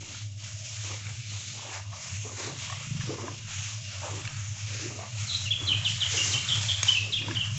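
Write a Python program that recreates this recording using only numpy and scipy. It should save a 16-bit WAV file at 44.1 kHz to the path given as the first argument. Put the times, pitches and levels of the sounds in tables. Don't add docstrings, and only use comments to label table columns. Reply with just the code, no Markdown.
import sys
import numpy as np
from scipy import signal
from scipy.fft import rfft, irfft, next_fast_len
from scipy.io import wavfile
from scipy.ndimage import uniform_filter1d

SR = 44100
rng = np.random.default_rng(int(sys.argv[2]) if len(sys.argv) > 2 else 0)


def log_audio(samples):
    frames = np.atleast_2d(samples).T
    limited = np.clip(frames, -1, 1)
    pcm = np.round(limited * 32767).astype(np.int16)
    wavfile.write(sys.argv[1], SR, pcm)


def gain_from_db(level_db):
    decades = np.asarray(level_db, float) / 20
    return 10 ** decades


N = 334258
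TIME = np.arange(N) / SR
SLOW_TIME = TIME[::64]


def unit(x):
    return x / np.sqrt(np.mean(x ** 2))


def walk(rate_hz):
    hold = int(SR / rate_hz)
    steps = np.repeat(rng.standard_normal(N // hold + 1), hold)
    slides = uniform_filter1d(uniform_filter1d(steps, hold), hold)
    return unit(slides[:N])


def patchy(x, shape, patchy_db, rate_hz):
    size = next_fast_len(N)
    octave = np.log2(np.arange(1, size // 2 + 2) * SR / size)
    shape_hz, shape_db = np.transpose(shape)
    at = np.log2(shape_hz)
    wave = rfft(x, size) * gain_from_db(np.interp(octave, at, shape_db, left=-200, right=-200))
    out = np.zeros(N)
    for third in np.arange(np.floor(3 * at[0]), 3 * at[-1] + 1):
        share = np.clip(1 - abs(3 * octave - third), 0, 1)
        out += gain_from_db(patchy_db * walk(rate_hz)) * irfft(wave * share)[:N]
    return unit(out)


def grains(per_s, spread_db, tail_s):
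    hit = rng.random(N) < per_s / SR
    size = np.minimum(rng.exponential(1, N), 4)
    energy = hit * gain_from_db(2 * spread_db * size)
    puffs = signal.lfilter([1], [1, -np.exp(-1 / (tail_s * SR))], energy)
    return np.sqrt(puffs) * rng.standard_normal(N)


def add(out, start_s, x):
    i = int(start_s * SR)
    out[i:i + len(x)] += x[:len(out) - i]


def bandpass(x, order, low_hz, high_hz):
    return signal.sosfilt(signal.butter(order, [low_hz, high_hz], "bandpass", fs=SR, output="sos"), x)


def ring(hz, t60_s, rise_s):
    t = TIME[:SR // 8]
    fade = np.exp(-np.log(1000) * t / t60_s)
    x = (1 - np.exp(-t / rise_s)) * fade * np.sin(2 * np.pi * hz * t)
    return x / abs(x).max()


def swells(start_s, held_s, db, rise_db_s, fall_db_s):
    t = SLOW_TIME - start_s[:, None]
    rise = rise_db_s * np.minimum(t, 0)
    fall = fall_db_s * np.maximum(t - held_s[:, None], 0)
    return db[:, None] + rise - fall


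def smooth(control):
    return np.interp(TIME, SLOW_TIME, uniform_filter1d(control, size=12))


# start_s, level_db, held_s, thick_stalks_db (relative to level_db)
MUZZLE_PUSHES = [(0.03, -55.5, 0.038, -4), (0.15, -44, 0.013, -11.5), (0.44, -44, 0.072, -12.5),
                 (0.66, -43, 0.097, -14), (0.8, -41, 0.14, -11), (1.051, -44.5, 0.04, -9),
                 (1.299, -42.5, 0.32, -18), (1.738, -42, 0.0069, -9), (2.04, -41, .12, -11.5),
                 (2.4, -40, 0.055, -7.5), (2.6, -39, 0.069, -11.5), (2.8, -44, 0.042, -8),
                 (3.018, -41.5, .01, -7), (3.11, -44, 0.01, -7), (3.52, -40, 0.15, -8.5),
                 (3.95, -44, 0.45, -6.5), (4.58, -43, 0.13, -11.5), (4.719, -41, 0.12, -7.5),
                 (5.188, -40.5, 0.24, -10.5), (5.62, -43.5, 0.24, -5.5), (5.88, -36.5, 0.038, -13),
                 (6.03, -36, .05, -10.5), (6.118, -32.5, 0.24, -11.5), (6.45, -35, 0.24, -10.5),
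                 (6.86, -33.5, 0.027, -9), (7.13, -42, 0.028, -9.5), (7.29, -43, 0.067, -5),
                 (7.451, -43, 0.0067, -5), (7.57, -41.5, .02, -16)]
# start_s, held_s, hush_db
HEAD_RESTS = [
    (0.298, 0.061, 7.5),
    (1.85, 0.049, 7),
    (3.42, 0.046, 2.5),
    (5.08, 0.016, -2),
]


def pushes():
    rise_db_s, fall_db_s, rest_db_s, still_db = 134, 46, 115, -45.5
    start_s, db, held_s, stalk_db = np.transpose(MUZZLE_PUSHES)
    bright = swells(start_s, held_s, db, rise_db_s, fall_db_s).max(axis=0)
    bright = np.maximum(bright, still_db)
    coarse = swells(start_s, held_s, db + stalk_db, rise_db_s * 0.66, fall_db_s * 1.73).max(axis=0)
    hush = swells(*np.transpose(HEAD_RESTS), rest_db_s, rest_db_s).max(axis=0)
    hush = np.maximum(hush, 0)
    return bright - hush, coarse - 1.5 * hush


# pitch_hz, level_db (per Hz)
BLADE_TONE = [(1350, -34), (2300, -4.5), (3110, -1), (4620, -4), (6770, 2), (7580, -3.5), (8300, -27),
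              (10800, -64.5)]
# pitch_hz, level_db (per Hz)
STALK_TONE = [(900, -24.5), (1250, 0), (1600, -1), (2300, -3), (2900, -7.5)]


def straw():
    blades_db, stalks_db = pushes()
    stalks_db = np.maximum(stalks_db, strokes()[1] - 5.5)
    blades_db, stalks_db = smooth(blades_db), smooth(stalks_db)
    fibres = grains(1300, spread_db=0.48, tail_s=0.0078)
    blades = gain_from_db(blades_db + 1.46) * patchy(fibres, BLADE_TONE, patchy_db=-1.93, rate_hz=8.2)
    stalks = gain_from_db(stalks_db + 0.14) * patchy(fibres, STALK_TONE, patchy_db=2.16, rate_hz=11)
    return blades + stalks


# start_s, held_s, cheek_db, stems_db, mouth_hz (as it starts to close)
JAW_STROKES = [(0.0, 0.12, -50.5, -59.5, 334.5), (0.849, 0.083, -50.5, -48, 400.1),
               (1.071, .04, -59, -53, 517), (1.32, 0.053, -61, -55.5, 501), (1.55, 0.069, -56, -54, 450),
               (1.63, 0.066, -50, -49, 480.7), (1.715, 0.048, -60, -43, 420), (1.925, 0.022, -75, -53, 643),
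               (2.25, 0.057, -46.5, -52, 480), (2.39, 0.12, -42, -46, 420), (2.69, .06, -75, -51.5, 670),
               (3.09, 0.07, -39, -50.5, 480), (3.18, .11, -41.5, -46, 420), (4.035, .06, -49, -42, 620),
               (4.1, 0.081, -43.5, -50, 400), (4.7, .14, -48.5, -57, 520), (4.855, 0.1, -42.5, -52, 380),
               (4.995, 0.063, -58, -47.5, 728.5), (5.61, 0.12, -45, -51, 340),
               (6.13, 0.074, -44, -46.5, 444.5), (6.248, 0.13, -44, -46.5, 370),
               (6.5, .07, -50, -52.5, 270), (7.0, .11, -49, -54.5, 517.7), (7.22, 0.11, -42, -56, 302.3)]


def strokes():
    rise_db_s, fall_db_s, cheek_rest_db = 600, 171, -69.5
    closing_hz_s, shut_hz = 988, 246
    start_s, held_s, cheek_db, stems_db, open_hz = np.transpose(JAW_STROKES)
    cheek = swells(start_s, held_s, cheek_db, rise_db_s, fall_db_s).max(axis=0)
    stems = swells(start_s, held_s, stems_db, rise_db_s, fall_db_s)
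    now = stems.argmax(axis=0)
    since_s = np.maximum(SLOW_TIME - start_s[now], 0)
    mouth_hz = np.maximum(open_hz[now] - closing_hz_s * since_s, shut_hz)
    return np.maximum(cheek, cheek_rest_db), stems.max(axis=0), mouth_hz


# pitch_hz, level_db (per Hz)
CHEEK_TONE = [(190, -44), (230, 2), (350, 2), (500, -5), (600, -5.5)]
# pitch_hz, level_db (per Hz)
STEM_TONE = [(480, -13), (580, -3.5), (780, -1), (1120, 2), (1250, -1), (1450, -34)]


def jaw():
    mouth_width_hz, mouth_level_db = 70, -2.5
    cheek_db, stems_db, mouth_hz = strokes()
    pushed_db = np.maximum(pushes()[1] - 5.5, -74)
    stems_db = np.maximum(stems_db, pushed_db)
    cheek_db, stems_db, mouth_hz = smooth(cheek_db), smooth(stems_db), smooth(mouth_hz)
    crunch = grains(1000, spread_db=4.8, tail_s=0.0061)
    cheek = gain_from_db(cheek_db - 5.5) * patchy(crunch, CHEEK_TONE, patchy_db=5, rate_hz=21)
    stems = gain_from_db(stems_db - 0.5) * patchy(crunch, STEM_TONE, patchy_db=2.15, rate_hz=12)
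    breath = unit(crunch) + 1.4 * rng.standard_normal(N)
    slow = unit(signal.sosfilt(signal.butter(2, mouth_width_hz, fs=SR, output="sos"), breath))
    mouth_db = np.where(mouth_hz < 530, cheek_db, stems_db + 1.5)
    mouth_db = uniform_filter1d(mouth_db, size=800) + mouth_level_db
    mouth = gain_from_db(mouth_db) * slow * np.sin(2 * np.pi * np.cumsum(mouth_hz) / SR)
    return cheek + stems + mouth


# start_s, peak_db, ring_hz, tick_db (bright tick, relative)
STALK_CRACKS = [(0.146, -35.5, 1410, -9), (0.445, -42, 2800, 0), (1.067, -27.5, 2310, -13),
                (1.444, -49, 2760, -5), (1.647, -35.5, 566, -16), (1.719, -33, 1060, -9),
                (1.928, -32, 1113, 3), (2.25, -33, 420, -14), (2.472, -31, 422, -13),
                (2.698, -27.5, 1105, -13), (2.724, -25, 1148, -12), (3.009, -27, 1740, -17),
                (3.104, -26.5, 425, -20), (3.237, -26, 358.3, -13), (3.28, -24.5, 1020, -20),
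                (4.049, -33.5, 502, -17), (4.252, -25.5, 2260, -16), (4.275, -21, 2686, -10),
                (4.859, -32, 365, -11), (4.989, -30.5, 667, -14), (5.029, -32.5, 736, -2.5),
                (6.14, -29, 455, 14), (6.611, -31.5, 2557, 4.5), (7.22, -23, 2650, -2),
                (7.282, -26, 950, -2), (7.31, -24, 1675, -6), (7.365, -22, 2860, -2),
                (7.454, -26, 2876, -9)]
# pitch_hz, level_db, t60_s
SNAP_RINGS = [
    (6520, -17, 0.025),
    (5070, -20.5, 0.0045),
    (3600, -21, 0.0077),
    (2410, -17.5, 0.0017),
    (1210, -43.5, 0.027),
]


def cracks():
    out = np.zeros(N)
    for start_s, db, hz, tick_db in STALK_CRACKS:
        t60_s = 36.6 / hz
        body = 0.5 * ring(hz, t60_s, 0.0011)
        body += 0.25 * ring(1.6 * hz, t60_s / 2, 0.0013)
        body += 0.2 * ring(0.67 * hz, t60_s, 0.00076)
        tick = gain_from_db(tick_db - 16) * ring(3800, 0.008, 0.0003)
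        add(out, start_s, gain_from_db(db) * (body + tick))
        splinter = 2 * rng.standard_normal(900) * np.exp(-TIME[:900] / 0.003)
        add(out, start_s, gain_from_db(db - 16.5) * bandpass(splinter, 1, hz / 2, 1.2 * hz))
    snap_s = 6.8305
    add(out, snap_s, gain_from_db(-16) * rng.standard_normal(600) * np.exp(-TIME[:600] / 0.002))
    snap = sum(gain_from_db(db) * ring(hz, t60_s, 0.00044) for hz, db, t60_s in SNAP_RINGS)
    for late_s, late_db in ((0, 0.5), (0.0009, -4.5), (0.003, -7)):
        add(out, snap_s + late_s, gain_from_db(late_db) * snap)
    return out


# start_s, peak_db, ring_hz
SWALLOW_BUBBLES = [
    (2.871, -36.5, 139),
    (2.909, -29.5, 144),
    (2.95, -30, 151),
    (2.994, -30, 128),
    (3.038, -32, 130),
    (3.08, -34, 125),
]


def throat():
    out = np.zeros(N)
    for start_s, db, hz in SWALLOW_BUBBLES:
        thump = ring(hz, 0.057, 0.0068) + 0.093 * ring(1.39 * hz, 0.33, 0.014)
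        add(out, start_s, gain_from_db(db + 5.5) * thump)
    return out


# start_s, length_s, first_hz, held_hz, level_db
STAMMER_NOTES = [
    (5.27, 0.025, 4250, 4250, -34.5),
    (5.29, 0.016, 3740, 3900, -28),
    (5.309, 0.017, 3800, 3970, -31.5),
    (5.335, .035, 3750, 3980, -29.5),
    (5.373, 0.03, 3840, 3910, -40.5),
    (5.3, 0.068, 3280, 3350, -39.5),
    (5.672, 0.02, 4100, 4060, -29),
]
HOOK_NOTES = [
    (6.159, 0.08, 3904, 2853, -30.5),
    (6.87, .04, 4170, 3010, -19.5),
    (6.942, 0.047, 3260, 2618, -25.5),
    (7.122, 0.037, 4000, 3257, -21.5),
    (7.347, .036, 3982, 2823, -24.5),
    (7.404, .04, 3490, 2788, -27.5),
]
SWOOP_NOTES = [
    (3.839, .05, 2830, 2790, -45),
    (4.329, 0.049, 4450, 4450, -52),
    (5.451, 0.042, 3090, 2570, -33.5),
    (5.84, 0.044, 4430, 2824, -22.5),
    (6.003, 0.042, 4060, 2906, -22),
    (6.316, 0.055, 4400, 2916, -23),
    (7.156, 0.041, 4000, 2600, -26.5),
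]
DIVE_NOTES = [
    (5.506, .029, 3292, 3360, -22),
    (5.662, .073, 4660, 3070, -23),
]
BUZZ_NOTES = [
    (6.481, 0.061, 4110, 3250, -23),
    (6.683, 0.051, 3600, 3292, -24.5),
]
# drop_s, drop_curve, closing_flick_hz, closing_fade_db, buzz (share)
NOTE_KINDS = [
    (.008, 1.2, 32.5, -4.5, .8),
    (0.019, 1.302, 351.5, -9, 0.06),
    (.045, 2.5, -250, -12.5, 0.06),
    (0.04, 1.8, -800, -4, 0.2),
    (0.0188, 1.43, 52, -10.5, 1.16),
]


def bird():
    flick_s, waver_hz, buzz_hz, buzz_depth_hz = 0.015, 60, 185, 190
    off_pitch_db_khz = -9.5
    out, flutter, waver = np.zeros(N), walk(260), walk(300)
    shake = buzz_depth_hz * np.sin(2 * np.pi * buzz_hz * TIME + walk(60))
    song = (STAMMER_NOTES, HOOK_NOTES, SWOOP_NOTES, DIVE_NOTES, BUZZ_NOTES)
    for notes, (drop_s, curve, flick_hz, fade_db, buzz) in zip(song, NOTE_KINDS):
        for start_s, length_s, first_hz, held_hz, db in notes:
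            i = np.arange(int(start_s * SR), int((start_s + length_s) * SR))
            t = TIME[:len(i)]
            edge = np.clip(np.minimum(t, length_s - t) / 0.003, 0, 1)
            opening = np.clip(1 - t / drop_s, 0, 1) ** curve
            closing = np.clip(1 - (length_s - t) / flick_s, 0, 1)
            pitch = held_hz + (first_hz - held_hz) * opening + flick_hz * closing
            pitch = uniform_filter1d(pitch, size=100) + buzz * shake[i] + waver_hz * waver[i]
            beak_db = off_pitch_db_khz * abs(first_hz - held_hz) / 1000 * opening
            gain = edge * gain_from_db(db + beak_db + fade_db * closing + 3.2 * flutter[i])
            add(out, start_s, gain * np.sin(2 * np.pi * np.cumsum(pitch) / SR))
    return out


# delay_s, level_db
CLOSE_ECHOES = [
    (.007, -6.5),
    (.046, -19.5),
]


def yard(x):
    t60_s, tail_db = 0.58, -1.5
    t = TIME[:SR // 2]
    fade = (1 - np.exp(-t / 0.0046)) * np.exp(-np.log(1000) * t / t60_s)
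    tail = rng.standard_normal(len(t)) * fade
    tail = gain_from_db(tail_db) * tail / np.sqrt(np.sum(tail ** 2))
    for delay_s, db in CLOSE_ECHOES:
        add(tail, delay_s, gain_from_db(db) * np.ones(1))
    return signal.fftconvolve(x, tail)[:N]


# time_s, drone_db, rumble_db
HUM_LEVELS = [(0.0, -44.5, -47), (0.8, -41, -48), (1.15, -42, -44.5), (1.23, -53, -48), (1.34, -37, -44.5),
              (1.72, -56, -50.5), (1.82, -41, -45.5), (2.9, -45, -41.5), (3.45, -45.5, -45),
              (3.62, -38.5, -44), (4.5, -40, -42.5), (5.1, -42.5, -44), (5.75, -38, -35.5),
              (6.3, -39, -41.5), (6.62, -39.5, -36), (6.71, -33, -40.5), (6.95, -41.5, -40),
              (7.3, -38.5, -35.5)]
# pitch_hz, level_db (per Hz)
RUMBLE_TONE = [(14, -33.5), (21, -1), (38, -28.5), (80, -5.5), (105, 10), (132, 6), (208, -15), (225, -37)]
# pitch_hz, width_hz, level_db
STEADY_BANDS = [
    (200, 12, -59),
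    (243, 10, -70),
    (300, 14, -69),
    (630, 90, -61),
    (2780, 100, -58),
]


def background():
    time_s, drone_db, rumble_db = np.transpose(HUM_LEVELS)
    drone_db, rumble_db = np.interp(TIME, time_s, drone_db), np.interp(TIME, time_s, rumble_db)
    pitch_hz = 102.1 + 2.16 * walk(18)
    phase = 2 * np.pi * np.cumsum(pitch_hz) / SR
    beat = (0.8 + 0.5 * walk(32)) * np.sin(phase) + 0.5 * walk(32) * np.cos(phase)
    drone = gain_from_db(drone_db + 4) * beat
    rumble = patchy(rng.standard_normal(N), RUMBLE_TONE, patchy_db=-4.5, rate_hz=9)
    out = drone + gain_from_db(rumble_db - 1) * rumble
    for hz, width_hz, db in STEADY_BANDS:
        hum = unit(bandpass(rng.standard_normal(N), 2, hz - width_hz / 2, hz + width_hz / 2))
        out += gain_from_db(db - 3.5 + 3.1 * walk(4)) * hum
    return out


def scene():
    song, snaps = bird(), cracks()
    echoes = yard(song + 0.27 * snaps)
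    mono = straw() + jaw() + snaps + throat() + song + echoes + background()
    return np.array([mono, mono])


def low_pass(x):
    return signal.sosfilt(signal.butter(12, 8620, fs=SR, output="sos"), x)


def record(dry):
    top_hz = 8140
    mix = signal.sosfilt(signal.ellip(8, 0.2, 80, top_hz, fs=SR, output="sos"), dry)
    return low_pass(mix)


dry = scene()
out = record(dry)
log_audio(out)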